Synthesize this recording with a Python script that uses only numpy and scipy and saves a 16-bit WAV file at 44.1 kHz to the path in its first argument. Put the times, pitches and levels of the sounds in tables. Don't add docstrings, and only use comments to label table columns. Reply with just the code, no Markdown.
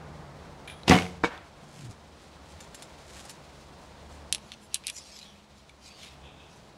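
import sys
import numpy as np
from scipy import signal
from scipy.fft import rfft, irfft, next_fast_len
from scipy.io import wavfile
from scipy.ndimage import uniform_filter1d

SR = 44100
rng = np.random.default_rng(int(sys.argv[2]) if len(sys.argv) > 2 else 0)


def persist_wave(psi):
    counts = np.round(np.clip(psi, -1, 1) * 32767).astype(np.int16)
    wavfile.write(sys.argv[1], SR, np.atleast_2d(counts).T)


N = 298557
TIME = np.arange(N) / SR
AGE = TIME[:SR]

# (frequency [Hz], level [dB])
SLAP_COLOUR = [(200, -18), (900, -3), (2300, 0), (5000, -2), (9000, -14), (12000, -28), (16000, -40)]
# (frequency [Hz], level [dB])
CLOTH_COLOUR = [(500, -15), (1500, 3.5), (4000, 2.5), (7500, 1.5), (10500, -6.5), (12500, -16.5),
                (16000, -27)]
# (pitch [Hz], level [dB], fade time [s])
QUIVER_TONES = [(2850, -6, .05), (3650, -4, .06), (4450, -3, .06), (5350, -1, .08), (6250, -2, .08),
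                (7150, -1, .1), (8150, -1, .07), (9000, -3, .07), (9900, -4, .06), (10900, -4, .05),
                (11600, -8, .05)]


def amp(db):
    return 10 ** (np.asarray(db) / 20)


def rms_one(x):
    return x / np.sqrt(np.mean(x ** 2) + 1e-20)


def look_up(table, hz):
    row_hz, values = np.transpose(table)
    return np.interp(np.log(hz + 1), np.log(row_hz + 1), values)


def curves(rows):
    times, *columns = np.transpose(rows)
    return [np.interp(TIME, times, column) for column in columns]


def add(mix, s, sound):
    part = mix[max(round(s * SR), 0):][:len(sound)]
    part += sound[:len(part)]


def noise(colour, size=N):
    full = next_fast_len(size)
    gain = amp(look_up(colour, np.fft.rfftfreq(full, 1 / SR)))
    return rms_one(irfft(rfft(rng.standard_normal(full)) * gain, full)[:size])


def drift(hz, size=N):
    full = next_fast_len(size)
    damping = 1 + (np.fft.rfftfreq(full, 1 / SR) / hz) ** 4
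    return rms_one(irfft(rfft(rng.standard_normal(full)) / damping, full)[:size])


def fall(fade_s):
    return 1000. ** (-AGE / fade_s)


def fade(x, fade_times):
    hz, t, bands = signal.stft(x, SR, nperseg=256)
    gain = amp(-60 * t / look_up(fade_times, hz)[:, None])
    return signal.istft(bands * gain, SR, nperseg=256)[1][:len(x)]


def ring(tones, detune=0, uneven_db=0):
    luck = rng.standard_normal((len(tones), 2))
    return sum(amp(db + uneven_db * a) * fall(fade_s) * np.sin(2 * np.pi * hz * (1 + detune * b) * AGE)
               for (hz, db, fade_s), (a, b) in zip(tones, luck))


def pulse(colour):
    log_gain = np.log(amp(look_up(colour, abs(np.fft.fftfreq(SR, 1 / SR)))))
    spectrum = np.exp(np.conj(signal.hilbert(log_gain)))
    click = np.fft.ifft(spectrum).real
    return click / abs(click).max()


def low_cut(x, hz, order=2):
    return signal.sosfilt(signal.butter(order, hz, "highpass", fs=SR, output="sos"), x)


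def grains(per_s, spread_db):
    sizes = amp(spread_db * np.minimum(rng.exponential(size=N), 4))
    signs = rng.choice([-1, 1], N)
    return rms_one(sizes * signs * (rng.random(N) < per_s / SR))


def swell(peak_s, db, rise_s, fall_s, t=TIME):
    away = np.maximum((peak_s - t) / rise_s, (t - peak_s) / fall_s)
    return amp(db - 20 * np.minimum(away, 10) ** 1.27)


def swells(rows):
    return np.sqrt(sum(swell(*row[:4]) ** 2 for row in rows))


def motor():
    # (time [s], first level [dB], second level [dB])
    levels = [(0, -49.5, -47.5), (1.3, -60, -58.5), (2.2, -59, -61.5), (3, -54, -62.5), (4.2, -52, -58),
              (4.65, -66.5, -72), (6.3, -58.5, -61), (6.77, -66, -71)]
    start_hz, sag_hz_per_s, third_db = 74.7, 0.96, -64
    hz = (start_hz - sag_hz_per_s * TIME) * (1 + 0.0291 * drift(9.03))
    turns = np.cumsum(hz) / SR
    return sum(amp(db + 2.7 * drift(2.2)) * np.sin(2 * np.pi * k * turns)
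               for k, db in enumerate(curves(levels) + [third_db], 1))


def traffic():
    # (time [s], level [dB])
    levels = [(0, -47), (.85, -49.5), (2.05, -53.5), (2.8, -50.5), (3.6, -51.5), (4.25, -50.5), (4.5, -55),
              (5.65, -58), (6.25, -53), (6.77, -54.5)]
    # (frequency [Hz], level [dB])
    colour = [(20, -19), (45, -2.5), (75, 3.5), (110, -4), (170, 0), (240, -5), (340, -4.5), (440, -6),
              (600, -4.5), (950, -6.5), (1500, -13.5), (2500, -22.5), (5000, -65.5), (16000, -56.5)]
    return amp(curves(levels)[0] + 0.56 * drift(10)) * noise(colour)


def leaves():
    # (peak time [s], level [dB], rise [s], fall [s])
    gusts = [(.6, -62.5, 3.5, 2.7), (2.75, -60.5, 1.5, 1.7), (4.15, -61, 3.1, 1.7), (5.28, -63, 0.39, 0.19),
             (6.03, -55, 0.19, 0.27), (6.7, -65.5, 0.56, .5)]
    # (frequency [Hz], level [dB])
    colour = [(500, -11), (2000, 4), (4000, 5), (6000, -0.5), (8500, -5.5), (10300, -10), (11500, -17.5),
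              (15500, -18)]
    calm_db = -63.5
    return np.hypot(amp(calm_db), swells(gusts)) * amp(0.98 * drift(22)) * noise(colour)


def clicker():
    # (time [s], level [dB])
    hits = [(0.6758, -47.5), (.698, -50), (0.719, -54), (0.988, -48)]
    # (pitch [Hz], level [dB], fade time [s])
    blade_tones = [(1620, -11, .15), (2376, 6, 0.094), (3150, -4, 0.18), (3330, -5.5, 0.42),
                   (3750, -4, .17), (9830, -9, 0.4), (10000, -15, 0.51), (10520, -22, .2), (14300, -28, .2)]
    # (frequency [Hz], level [dB])
    snap_colour = [(600, -29), (1600, 2), (2400, -4), (3600, 5), (4500, -10), (8500, -17), (10200, -7),
                   (12500, -25), (16000, -35)]
    out = np.zeros(N)
    for s, db in hits:
        chatter = 1 + 0.54 * drift(160, size=SR)
        ping = ring(blade_tones, detune=0.0024) * chatter
        snap = amp(5) * noise(snap_colour, size=SR) * fall(0.13)
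        add(out, s, amp(db) * (ping + snap))
    return out


def fittings():
    # (time [s], level [dB], pitch [Hz], fade time [s])
    ticks = [(0.834, -32.5, 3935, 0.0099), (0.896, -2, 5330, 0.0027), (0.9098, -8.5, 2020, 0.033),
             (0.9375, -13, 3280, 0.0091), (.949, -23, 3015, 0.1), (.9765, -23, 2190, 0.12),
             (0.988, -9, 3040, 0.0024), (.999, -25, 3300, .006), (1.022, -17, 2780, 0.005),
             (1.0543, -31, 2680, .01), (1.0654, -26.5, 2250, 0.0093), (1.2347, -33, 4800, 0.0071),
             (1.3774, -33, 3550, 0.0092), (4.127, -39.5, 6000, 0.0045), (5.696, -43.5, 2300, 0.035)]
    out = np.zeros(N)
    for s, db, hz, fade_s in ticks:
        note = 0.78 * np.sin(2 * np.pi * hz * AGE) * fall(fade_s) * (1 - fall(0.00087))
        fizz = 0.21 * noise(SLAP_COLOUR, size=SR) * fall(0.0084)
        add(out, s, amp(db) * (note + 0.26 * pulse(SLAP_COLOUR) + fizz))
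    return out


def bow():
    # (peak time [s], level [dB], rise [s], fall [s])
    scrapes = [(.8812, -18, 0.0039, 0.013), (.899, -20.5, 0.022, .028)]
    # (frequency [Hz], level [dB])
    scrape_colour = [(40, -14), (90, -1), (300, -1), (600, -8), (900, -1.5), (1400, -14), (2200, -6),
                     (4000, -10.5), (6100, -17), (8700, -25), (11000, -31), (15500, -52)]
    out = swells(scrapes) * noise(scrape_colour)

    # (pitch [Hz], level [dB], fade time [s])
    arm_tones = [(88, -32.5, 0.78), (95.6, -23.5, 0.38), (130, -32, 0.46), (177, -20, 0.62),
                 (191, -14, 0.21), (213, -20.5, 0.16), (258, -12.5, 0.21), (290, -29, 0.36),
                 (301, -32, 0.39), (342, -16.5, 0.13), (361, -26.5, 0.44), (431, -22, 0.26),
                 (457.6, -26, 0.52), (538, -36, 0.29), (614, -36, 0.61)]
    # (time [s], level [dB])
    rebounds = [(0.9202, -18.5), (0.9425, -9), (0.9602, -14.5)]
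    # (frequency [Hz], level [dB])
    thump_colour = [(40, -19), (100, -4.5), (190, 5), (400, -6), (900, -19), (2000, -28.5), (5000, -33),
                    (16000, -66)]
    taut_s, string_hz = 0.8985, 89.4
    add(out, taut_s, -ring(arm_tones) * (1 - fall(0.0038)))
    for s, db in rebounds:
        add(out, s, amp(db) * pulse(thump_colour))

    # (pitch [Hz], level [dB], fade time [s])
    handle_tones = [(698, -26.5, 0.28), (745, -15, 0.23), (854, -21, 0.12), (924, -19, 0.11),
                    (1003, -29, 0.25), (1135, -17.5, 0.13), (1765, -30, 0.21), (2070, -37, 0.13),
                    (2126, -22, 0.11), (2250, -27, 0.074), (2690, -36, 0.13), (2960, -41, .15),
                    (3020, -44, 0.23)]
    # (frequency [Hz], level [dB])
    clatter_colour = [(40, -30), (120, -6), (250, 5), (400, -2), (520, 0.5), (620, -9), (760, 0.5),
                      (850, -3.5), (1120, -7.5), (1450, -6.5), (2100, -4), (2500, -4), (3200, -12),
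                      (5000, -20), (9000, -27.5), (15500, -42)]
    # (frequency [Hz], fade time [s])
    clatter_fades = [(100, 0.19), (400, 0.37), (1000, 0.35), (2500, 0.27), (6000, 0.48), (14000, 0.37)]
    shaken_s = taut_s + 1 / string_hz
    add(out, shaken_s, amp(2) * ring(handle_tones, detune=0.0026) * (1 - fall(0.042)))
    clatter = fade(noise(clatter_colour, size=SR), clatter_fades)
    throb = 1 + 0.18 * np.cos(2 * np.pi * string_hz * AGE)
    add(out, shaken_s, amp(-16) * clatter * throb * (1 - fall(0.0059)))

    slap = pulse(SLAP_COLOUR)
    for k, luck in enumerate(rng.standard_normal(size=16)):
        age = k / string_hz
        add(out, shaken_s + age, amp(-13 - 155 * age + 1.9 * luck) * slap)
    return out


def target():
    # (time [s], level [dB])
    impacts = [(1.2355, -24), (1.2385, -6.5), (1.245, -7)]
    # (frequency [Hz], level [dB])
    thud_colour = [(50, -21.5), (110, -15), (180, 6.5), (470, -2.5), (750, -2), (1600, -1.5), (2400, -14),
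                   (3200, -39), (6000, -37), (10000, -62), (15000, -64)]
    # (pitch [Hz], level [dB], fade time [s])
    target_tones = [(200, -7, .1), (350, -5, 0.099), (479, -1.5, 0.13), (950, -4, .16), (996, -12, 0.19),
                    (1620, -3, 0.066), (2250, 2.5, 0.094), (3770, -7, 0.091)]
    # (frequency [Hz], level [dB])
    tail_colour = [(47, -57), (80, -20), (168, -1.5), (396, -19), (471, -8), (550, -8), (627, -12.5),
                   (1790, -10), (1960, -26), (2380, -17), (7610, -33), (15000, -60)]
    # (frequency [Hz], level [dB])
    echo_colour = [(120, -41), (200, -11), (306, -11), (379, -22), (571, -1), (1230, -0.5), (1540, 0.5),
                   (3890, -15.5), (14000, -42)]
    out = np.zeros(N)
    for s, db in impacts:
        tail = amp(-19) * noise(tail_colour, size=SR) * fall(0.14) * (1 - fall(0.018))
        ringing = amp(-22) * ring(target_tones, detune=0.017)
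        add(out, s, amp(db) * (pulse(thud_colour) + ringing + tail))
    add(out, 1.295, amp(-37.5) * noise(echo_colour, size=SR) * fall(0.44) * (1 - fall(0.12)))
    return out


def sleeve():
    # (peak time [s], level [dB], rise [s], fall [s])
    brushes = [(1.8, -54.5, .26, 0.2), (1.91, -54.5, 0.017, 0.031), (2.22, -64, .15, .2),
               (2.51, -58.5, 0.086, .08), (2.62, -59, .03, .13), (2.79, -58.5, 0.086, 0.2),
               (3.185, -50, .22, 0.22), (3.3, -53, 0.046, 0.062), (3.6, -62, 0.22, 0.17),
               (3.83, -62, .1, 0.13), (4.13, -62, 0.069, 0.16)]
    level = swells(brushes) * amp(1.7 * drift(25))
    fibres = signal.fftconvolve(grains(per_s=3200, spread_db=4), pulse(CLOTH_COLOUR))[:N]
    tubes = signal.fftconvolve(grains(per_s=705, spread_db=10), ring(QUIVER_TONES, detune=0.0087))[:N]
    return level * (1.02 * rms_one(fibres) + 0.27 * rms_one(tubes))


def swing():
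    peak_s, stop_s = 1.87, 1.92
    hz_at_peak, sag_octaves_per_s = 121.5, 5.8
    hz = hz_at_peak * 2 ** (-sag_octaves_per_s * np.clip(TIME - peak_s, -.5, .5))
    turns = np.cumsum(hz * (1 + 0.065 * drift(55))) / SR
    flutter = np.sqrt(2) * np.sin(2 * np.pi * turns)
    air = noise([(30, -13), (90, -3), (250, -2), (450, -17), (2000, -45), (16000, -80)])
    caught = np.clip((stop_s - TIME) / 0.012 + 1, 0, 1)
    return swell(peak_s, db=-40, rise_s=0.13, fall_s=0.39) * caught * (0.74 * flutter + 0.5 * air)


def quiver():
    # (time [s], level [dB])
    knocks = [(2.6048, -37.5), (2.746, -34.5), (2.823, -36.5), (3.172, -47), (3.199, -48), (3.253, -42),
              (3.295, -35), (3.306, -40)]
    bounce_s, bounce_db = 0.0047, -5
    out = np.zeros(N)
    for first_s, first_db in knocks:
        for s, db in (first_s, first_db), (first_s + bounce_s, first_db + bounce_db):
            ringing = amp(-15) * ring(QUIVER_TONES, detune=0.028, uneven_db=3.5)
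            rustle = amp(-6.5) * noise(CLOTH_COLOUR, size=SR) * fall(0.034)
            add(out, s, amp(db) * (ringing + rustle))
    return out


def arrow_clicks():
    # (time [s], level [dB], brightness [dB per octave])
    clicks = [(4.326, -3, 1.1), (4.348, -13, 0), (4.357, -27, -4), (4.382, -33.5, -5.5), (4.519, -24.5, -7),
              (4.7441, -3.5, 3), (4.7515, -25, 1), (4.757, -23, -5), (4.8385, -35, -9), (4.869, -10, 2.5),
              (4.8808, -19.5, 0), (4.886, -31, -5), (4.8998, -15.5, -0.5), (5.6945, -40.5, -4)]
    # (frequency [Hz], level [dB])
    colour = [(300, -43), (1300, -15), (2000, -7), (2700, 3), (3800, 4.5), (5000, -0.5), (7000, -3),
              (9000, 1.5), (10700, 1), (11600, -14), (12600, -26), (16000, -40)]
    # (pitch [Hz], level [dB], fade time [s])
    shaft_tones = [(2550, -20, .04), (3260, 0, 0.056), (4140, -4.5, .04), (4410, 1, .04), (6100, -7.5, .04),
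                   (7900, -25, 0.0302), (9900, -3, 0.038), (10730, -4.5, 0.037)]
    out = np.zeros(N)
    for s, db, brightness in clicks:
        contact = pulse([(hz, level + brightness * np.log2(hz / 3800)) for hz, level in colour])
        scatter = rng.standard_normal(SR) * (amp(-20) * fall(0.0086) + amp(-33.5) * fall(0.078))
        tail = signal.fftconvolve(contact, scatter)[:SR]
        ringing = amp(-32) * ring(shaft_tones, detune=0.0274)
        add(out, s, amp(db) * (contact + tail + ringing))
    echo = amp(-12.5) * np.interp(TIME - 0.0035, TIME, out, left=0)
    return low_cut(out + echo, hz=750)


def rasp_pitch(pushes, t):
    sag_octaves_per_s = 2.9
    weights = [swell(*row[:4], t=t) ** 2 + 1e-30 for row in pushes]
    octaves = [np.log2(hz) - sag_octaves_per_s * np.clip(t - s, -.5, .5) for s, *_, hz in pushes]
    return 2 ** np.average(octaves, axis=0, weights=weights)


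def arrow_slide():
    # (peak time [s], level [dB], rise [s], fall [s], pitch [Hz])
    pushes = [(4.485, -61, .1, 0.033, 6170), (4.538, -48, 0.048, 0.018, 3600),
              (4.642, -58.5, 0.04, 0.045, 9800), (4.742, -47.5, 0.032, 0.051, 3030),
              (4.845, -49.5, .015, 0.029, 2450), (4.887, -38, 0.032, .028, 3020),
              (4.98, -42, 0.064, 0.05, 6150), (5.05, -55.5, .1, .12, 4900),
              (5.165, -48.5, 0.22, 0.25, 4180), (5.59, -62.5, 0.057, .08, 5430),
              (5.87, -50.5, 0.078, 0.18, 4660), (6.042, -48, 0.093, .12, 3530),
              (6.55, -62.5, .17, 0.23, 5340)]
    # (centre [times the pitch], width [share of the centre], level [dB])
    rasp_peaks = [(1., 0.28, 2), (1.72, 0.13, -7)]
    # (frequency [Hz], level [dB])
    colour = [(800, -43), (1800, -14.5), (2400, -7), (4500, -10), (6500, -11), (8500, -13.5), (11000, -14),
              (13000, -23.5), (16000, -39)]
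    hz, t, bands = signal.stft(grains(per_s=4000, spread_db=3), SR, nperseg=512)
    ratio = hz[:, None] / rasp_pitch(pushes, t)
    peaks = sum(amp(db) / (1 + ((ratio / centre - 1) / width) ** 2) for centre, width, db in rasp_peaks)
    patches = uniform_filter1d(rng.standard_normal(bands.shape), size=3, axis=0)
    patches = rms_one(uniform_filter1d(patches, size=10, axis=1))
    bands = bands * amp(look_up(colour, hz)[:, None] + 4.8 * patches) * (1 + amp(13) * peaks)
    rasp = signal.istft(bands, SR, nperseg=512)[1][:N]
    steady_rasp = rasp / np.sqrt(uniform_filter1d(rasp ** 2, size=2000))
    return steady_rasp * swells(pushes) * amp(1.27 * drift(109))


def shaft_rub():
    # (peak time [s], level [dB], rise [s], fall [s])
    rubs = [(6.255, -55.5, 0.053, .2), (6.43, -58.5, .22, 0.19)]
    # (frequency [Hz], level [dB])
    colour = [(1200, -42), (2100, -18), (2550, 1.5), (2900, -9), (3350, -1), (3750, -4.5), (4200, -22),
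              (7000, -21), (16000, -46)]
    return swells(rubs) * amp(1.4 * drift(130)) * noise(colour)


def garden_echo(x):
    # (frequency [Hz], fade time [s])
    fade_times = [(100, 0.44), (500, 0.47), (1500, 0.6), (4000, 0.61), (10000, 0.2), (16000, 0.75)]
    tail = fade(rng.standard_normal(SR), fade_times) * (1 - fall(0.083))
    return signal.fftconvolve(x, tail / np.linalg.norm(tail))[:N]


def scene():
    shot = low_cut(bow(), hz=63.6, order=3) + fittings() + target()
    handling = clicker() + quiver() + arrow_clicks() + sleeve() + arrow_slide() + shaft_rub() + swing()
    echoes = garden_echo(amp(-21) * shot + amp(-27) * handling)
    background = motor() + traffic() + leaves()
    return (shot + handling + echoes + background)[None]


def record(dry):
    edge_hz = 15800
    treble_cut = signal.firwin(511, edge_hz, window=("kaiser", 9), fs=SR)
    return signal.oaconvolve(dry, treble_cut[None], "same")


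dry = scene()
out = record(dry)
persist_wave(out)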